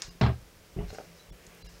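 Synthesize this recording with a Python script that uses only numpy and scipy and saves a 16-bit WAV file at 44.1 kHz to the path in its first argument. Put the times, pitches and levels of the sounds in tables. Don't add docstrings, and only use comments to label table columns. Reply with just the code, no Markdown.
import sys
import numpy as np
from scipy import signal
from scipy.fft import rfft, irfft
from scipy.io import wavfile
from scipy.ndimage import uniform_filter1d

SR = 44100
rng = np.random.default_rng(int(sys.argv[2]) if len(sys.argv) > 2 else 0)


def gain_from_db(level_db):
    decades = np.asarray(level_db, float) / 20
    return 10 ** decades


def bounce(signal):
    frames = np.transpose(np.atleast_2d(signal))
    limited = np.clip(frames, -1, 1)
    pcm = np.round(limited * 32767).astype(np.int16)
    wavfile.write(sys.argv[1], SR, pcm)


N = 79380
KNOCK_S = .2112
WET_DB = -12


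def evened(x):
    return x / np.sqrt(np.mean(x ** 2) + 1e-20)


def read(points, hz):
    f, value = np.transpose(points)
    return np.interp(np.log(hz + 1), np.log(f + 1), value)


def level(points):
    s, db = np.transpose(points)
    return gain_from_db(np.interp(np.arange(N) / SR, s, db))


def add(mix, s, sound):
    part = mix[round(s * SR):][:len(sound)]
    part += sound[:len(part)]


def colour(x, points):
    return evened(irfft(rfft(x) * gain_from_db(read(points, np.fft.rfftfreq(N, 1 / SR))), N))


def grains(per_s, spread_db):
    on = rng.random(N) < per_s / SR
    sign = rng.standard_normal(N)
    size = np.minimum(rng.exponential(1, N), 4)
    return on * sign * gain_from_db(spread_db * size) + 0.2 * rng.standard_normal(N)


def rise(t):
    return np.sin(np.pi / 2 * np.clip(t / 0.0039, 0, 1)) ** 2


def struck(blows, modes):
    out, t = np.zeros(N), np.arange(SR // 2) / SR
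    rings = np.array([gain_from_db(db - 60 * t / t60) * np.sin(2 * np.pi * hz * t) for hz, db, t60 in modes])
    shape = (30, len(modes))
    spots = gain_from_db(1.5 * rng.standard_normal(shape)) * rng.choice([-1, 1], shape)
    spots[:, :2] = abs(spots[:, :2])
    for (s, db, contact_ms), spot in zip(blows, spots):
        push = np.sin(np.pi * np.minimum(t[:600] / (contact_ms / 1000), 1)) ** 2
        add(out, s, gain_from_db(db) * signal.fftconvolve(spot @ rings, push / push.sum()) / 2)
    return out


# (time [s], level [dB])
HUM = [(0, -62), (.12, -60), (.3, -59), (.55, -69), (.9, -62), (1.1, -60.5), (1.18, -57.5), (1.22, -68),
       (1.33, -61.5), (1.5, -63.5), (1.8, -63.5)]


def room_hum():
    hum_hz, width_hz = 170, 3
    noise = [1, 1j] @ rng.standard_normal((2, N))
    waver = signal.lfilter([1], [1, -np.exp(-np.pi * width_hz / SR)], noise)
    tone = (waver * np.exp(2j * np.pi * hum_hz * np.arange(N) / SR)).real
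    return level(HUM) * evened(tone)


# (time [s], level [dB])
SLIDE = [(0, -54.5), (.1, -66.5), (.7, -67), (.85, -58), (1.05, -61.5), (1.25, -63), (1.45, -59.5),
         (1.56, -57.5), (1.65, -62), (1.8, -64)]
# (frequency [Hz], density [dB per Hz])
SLEEVE = [(200, -3), (500, 8.5), (1000, -4), (2200, 1.5), (3200, -2.5), (4500, -16.5)]


def sleeves():
    return colour(rng.standard_normal(N), SLEEVE) * level(SLIDE)


# (frequency [Hz], density [dB per Hz])
AIR = [(12, -33), (20, -1.5), (107, -7.5), (241, -15.5), (422, -12), (574, -13.5), (624, -17), (780, -19),
       (16000, -31.5)]


def room_air():
    return gain_from_db(-57) * colour(rng.standard_normal(N), AIR)


# (time [s], level [dB])
RUB = [(0, -56), (.018, -53), (.023, -42.5), (.06, -52), (.12, -68), (.2, -68.5), (.85, -68), (.9, -58.5),
       (.945, -55), (1.03, -62), (1.1, -65), (1.2, -62), (1.3, -71.5), (1.46, -64), (1.56, -66.5),
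       (1.66, -60.5), (1.8, -63.5)]
# (frequency [Hz], density [dB per Hz])
GLOVE = [(300, -35), (1000, 0), (2200, 0), (3500, -6), (5200, 4.5), (7000, -1.5), (9000, -14), (12000, -56)]
# (time [s], level [dB], pitch [Hz], t60 [s], width [share of pitch])
SNAPS = [(0.0202, -25, 4100, 0.0084, 0.66), (0.0235, -33.5, 5370, 0.017, 0.096),
         (.785, -46, 2050, 0.05, 0.04), (0.786, -51, 2810, 0.13, 0.053), (0.881, -51, 4630, 0.023, 0.27),
         (0.891, -48, 4100, 0.056, 0.034), (0.9035, -43, 4100, 0.016, 0.094),
         (1.466, -39, 7440, 0.013, 0.1), (1.466, -45.5, 4800, 0.015, 0.37), (1.192, -55, 3986, 0.13, 0.018),
         (1.617, -58, 4060, 0.23, 0.016), (1.611, -57, 2800, 0.072, 0.058),
         (0.0202, -26.5, 6800, 0.0083, 0.22), (0.0236, -34.5, 6800, 0.014, 0.071),
         (.046, -48, 4100, 0.033, .06), (0.211, -39, 7000, 0.0093, 0.19), (.896, -54, 5500, .06, 0.11),
         (.928, -52.5, 6600, 0.043, 0.063), (.939, -52, 8450, 0.025, .3), (.944, -50.5, 5400, 0.077, 0.069),
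         (.944, -50.5, 6800, 0.038, 0.074), (0.986, -49, 2670, 0.025, .15), (.811, -57.5, 3120, 0.037, .05),
         (0.2124, -33, 4010, 0.038, 0.048), (.2125, -39, 4700, 0.033, 0.044),
         (0.2128, -36, 5310, 0.036, .05), (.263, -43.5, 4100, 0.06, .06), (.263, -48.5, 5120, 0.06, 0.078),
         (.812, -40, 720, .08, .1), (.287, -31, 660, .06, .06), (.0204, -36, 1900, .012, .4),
         (.9895, -38, 740, .03, .12)]


def gloves():
    crinkles_per_s, crinkle_spread_db = 2500, -1
    out = colour(grains(crinkles_per_s, crinkle_spread_db), GLOVE) * level(RUB)
    t = np.arange(3000) / SR
    noise = rng.standard_normal((16, 3000))
    noise = np.vstack([noise, noise[:, ::-1]])
    for (s, db, hz, t60, wide), n in zip(SNAPS, noise):
        edges = [hz / (1 + wide), hz * (1 + wide)]
        band = signal.lfilter(*signal.butter(3, edges, "band", fs=SR), n)
        start = np.minimum(t * wide / 0.000079, 1)
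        add(out, s, evened(band) * gain_from_db(db - 60 * t / t60) * start)
    return out


# (frequency [Hz], t60 [s])
ROOM = [(60, 0.27), (250, 0.33), (1000, 0.25), (4000, 0.42), (9000, 0.14)]


def room(x):
    taps = np.zeros(SR // 2)
    at = np.arange(150, SR // 2 - 20, 20)
    taps[at + rng.integers(0, 20, len(at))] = rng.choice([-1., 1.], len(at))
    hz, t, z = signal.stft(taps, SR, nperseg=256)
    decay = gain_from_db(-60 * t / read(ROOM, hz)[:, None])
    tail = signal.istft(z * decay, SR, nperseg=256)[1]
    return signal.fftconvolve(x, tail / np.linalg.norm(tail))[:N]


# (time [s], frequency [Hz], level [dB])
LEFT = [(.011, 10300, -75), (.011, 13800, -67), (.013, 5800, -57), (.012, 8500, -74), (.008, 6800, -69),
        (.101, 1100, -63.5), (.101, 2810, -59), (.101, 4800, -58), (.101, 5050, -56), (.101, 6300, -64),
        (1.314, 3420, -64), (1.314, 5540, -64.5), (1.637, 4060, -58.5), (1.636, 4720, -60),
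        (1.63, 2800, -66), (1.68, 1690, -62), (1.68, 2130, -65), (1.68, 2800, -58.5), (1.68, 3900, -62),
        (1.68, 4980, -57.5), (1.68, 5320, -61)]


def lone_tones():
    t, length_s = np.arange(N) / SR, .04
    out = np.zeros(N)
    for s, hz, db in LEFT:
        swell = np.cos(np.pi * np.clip((t - s) / length_s, -.5, .5)) ** 2
        out += gain_from_db(db) * swell * np.sin(2 * np.pi * hz * t)
    return out


# (time [s], half length [s], depth [dB], lower edge [Hz])
GAPS = [(.012, .0045, -30, 6000), (.101, .005, -16, 760), (1.314, .007, -32, 760), (1.636, .008, -18, 760),
        (1.68, .007, -16, 760)]


def treble_dropouts(x):
    t = np.arange(N) / SR
    for s, half_s, db, hz in GAPS:
        high = signal.sosfiltfilt(signal.butter(4, hz, "high", fs=SR, output="sos"), x)
        x = x - (1 - gain_from_db(db * np.exp(-((t - s) / half_s) ** 4))) * high
    return x


# (time [s], level [dB])
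SEAMS = [(.0205, -44), (0.268, -39), (.2901, -38), (.908, -37), (.9307, -42), (1.5498, -34), (1.5727, -45)]


def seam_ticks():
    ticks = sum(gain_from_db(db) * (np.arange(N) == round(s * SR)) for s, db in SEAMS)
    return signal.lfilter(*signal.butter(2, 5000, "high", fs=SR), ticks)


# (time [s], level [dB], contact [ms])
BUMPS = [(.045, -42, 10), (.08, -40, 2.9), (.15, -45, 3), (.42, -40.5, 5.7), (.725, -43, 9),
         (.7625, -24.5, 2.7), (.77, -30.5, 1.8), (.788, -26, 1.5), (.803, -33, 0.36), (.818, -30.5, 1.23),
         (.838, -25, 4.9), (.86, -48, 6.7), (.88, -36, 6.8), (.91, -36, 9), (1.14, -55, 12),
         (1.282, -43, 6), (1.307, -37.5, 3.2), (1.47, -43, 3.4), (1.635, -37.5, 5.9), (1.652, -42, 10.6),
         (1.722, -42, 4.7), (1.742, -49, 5.4), (.775, -27.5, 2.1), (.782, -23, 2.04), (.794, -35, 0.88),
         (.81, -29.5, 1.6), (.828, -34.5, 0.83), (.85, -46, 1.5), (1.1, -47.5, 2.2), (.385, -39, 5)]
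# (frequency [Hz], level [dB], t60 [s])
COUNTER = [(45.7, 1.5, 0.11), (60.3, 1.5, 0.085), (106, -2.5, 0.045), (165.3, -1, 0.085), (241, -7.5, 0.05),
           (350, -6.5, 0.078), (405, -0.5, 0.066), (607, -7.5, 0.035), (710, -2, 0.026),
           (1140, -10.5, 0.059), (2050, -30, .05), (2700, -36, 0.046)]


def counter_bumps():
    return struck(BUMPS, COUNTER)


# (time [s], level [dB], contact [ms])
KNOCKS = [(.2112, -9, 0.31), (.2165, -15, 1.9), (.2315, -12.5, 1.8), (.2415, -23, 0.5), (.248, -18, 3.8),
          (.2628, -12.5, 0.39), (.276, -15.5, 3.5), (.29, -27, 0.66), (.3, -20.5, 2.5), (.317, -20.5, 2.04)]
# (frequency [Hz], level [dB], t60 [s])
FRAME = [(135.8, -12.5, 0.21), (185, -1.5, 0.054), (270, -1.5, 0.018), (379, -11, 0.069),
         (442, -13.5, 0.052), (507, -17.5, 0.038), (640, -14.5, 0.17), (970, -30, .05), (1105.5, -16, 0.12),
         (1596, -17, 0.075), (2050, -12.5, 0.02), (2720, -13.5, 0.033), (4100, -10, 0.043),
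         (5410, -10, 0.035)]


def frame_knocks():
    return struck(KNOCKS, FRAME)


# (time [s], level [dB], contact [ms])
ROCKS = [
    (.2115, -33, 3.7),
    (.2225, -14, 1.3),
    (.2308, -21.5, 4.4),
    (.273, -20, 7),
]
# (frequency [Hz], level [dB], t60 [s])
BASE = [(75.3, -1.4, 0.47), (119.3, -1.6, 0.57)]


def cutter_rocks():
    return struck(ROCKS, BASE)


# (time [s], level [dB], brightness [dB per octave])
SHAKES = [(0.2118, -32, 2), (0.23, -34.5, -1), (0.262, -32, -8.5), (0.786, -48, -6.5), (0.805, -44, -8.5),
          (0.245, -42.5, -2), (0.281, -46.5, -3.5), (.764, -51, -3)]
# (frequency [Hz], density [dB per Hz])
CHATTER = [(180, -40), (300, -8), (379, 3), (532, -10.5), (625, 1), (1090, -4.5), (3970, -17.5),
           (5500, -29.5), (9000, -46.5), (16000, -100)]
# (frequency [Hz], t60 [s])
CHATTER_T60 = [(300, 0.22), (1000, 0.22), (3000, 0.26), (5500, 0.19), (8000, 0.25)]


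def wire_chatter():
    rattle = colour(grains(6000, 1.5), CHATTER)
    hz, t, z = signal.stft(rattle, SR, nperseg=256, noverlap=192)
    lumps_db = 3 * evened(uniform_filter1d(rng.standard_normal(z.shape), 14, 1))
    z = z * gain_from_db(lumps_db)
    out, now = np.zeros(N), np.arange(N) / SR
    octaves = np.log2(1 + hz / 1000)[:, None]
    t60 = read(CHATTER_T60, hz)[:, None]
    for s, db, bright_db in SHAKES:
        shape_db = db + bright_db * octaves - 60 * np.maximum(t - s, 0) / t60
        shaken = signal.istft(z * gain_from_db(shape_db), SR, nperseg=256, noverlap=192)[1][:N]
        out += shaken * rise(now - s)
    return out


def knock_crack():
    t = np.arange(N) / SR - KNOCK_S
    level_db, t60, peak_hz = -28.5, 0.036, 3900
    spectrum = [(500, -10), (peak_hz, 0), (5500, -6), (9000, -34), (14000, -70)]
    crack = colour(rng.standard_normal(N), spectrum)
    return crack * gain_from_db(level_db - 60 * np.maximum(t, 0) / t60) * rise(t)


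# (time [s], level [dB], contact [ms])
TAPS = [(.9033, -41, 0.26), (.929, -33.5, 1.64), (.948, -40, 0.25), (.9845, -30, 0.65), (.9905, -39, 0.98),
        (1.001, -34, 1.05), (1.011, -37.5, 0.82), (1.057, -59, 0.19), (.934, -42, 0.8), (.956, -41, 0.69)]
# (frequency [Hz], level [dB], t60 [s])
BLOCK = [(458, 0.5, 0.048), (571, 3, 0.032), (749, 0, 0.035), (840, -2.5, 0.019), (1484, 5, 0.014),
         (1995, -2.5, 0.035), (2800, 0, 0.026), (4100, -11, 0.042)]


def block_taps():
    return struck(TAPS, BLOCK)


def scene():
    t = np.arange(N) / SR - KNOCK_S
    choke_db, choke_s = -4, .12
    choke = gain_from_db(choke_db * np.clip(t / choke_s, 0, 2) ** 3 * (t < .5))
    frame = frame_knocks()
    near = counter_bumps() + block_taps() + gloves()
    cutter = frame + cutter_rocks() + gain_from_db(WET_DB) * room(frame) + wire_chatter() + knock_crack()
    echo = gain_from_db(WET_DB) * room(near)
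    background = room_hum() + sleeves() + room_air()
    return (choke * cutter + near + echo + background)[None]


def roll_off(x):
    return signal.sosfilt(signal.butter(12, 16400, fs=SR, output="sos"), x)


def record(dry):
    out = signal.sosfilt(signal.butter(2, 28.8, "high", fs=SR, output="sos"), dry)
    out = treble_dropouts(out) + lone_tones() + seam_ticks()
    treble_limit = signal.firwin(1023, 15830, window=("kaiser", 9), fs=SR)
    out = signal.oaconvolve(out, treble_limit[None], "same")
    return roll_off(out)


dry = scene()
out = record(dry)
bounce(out)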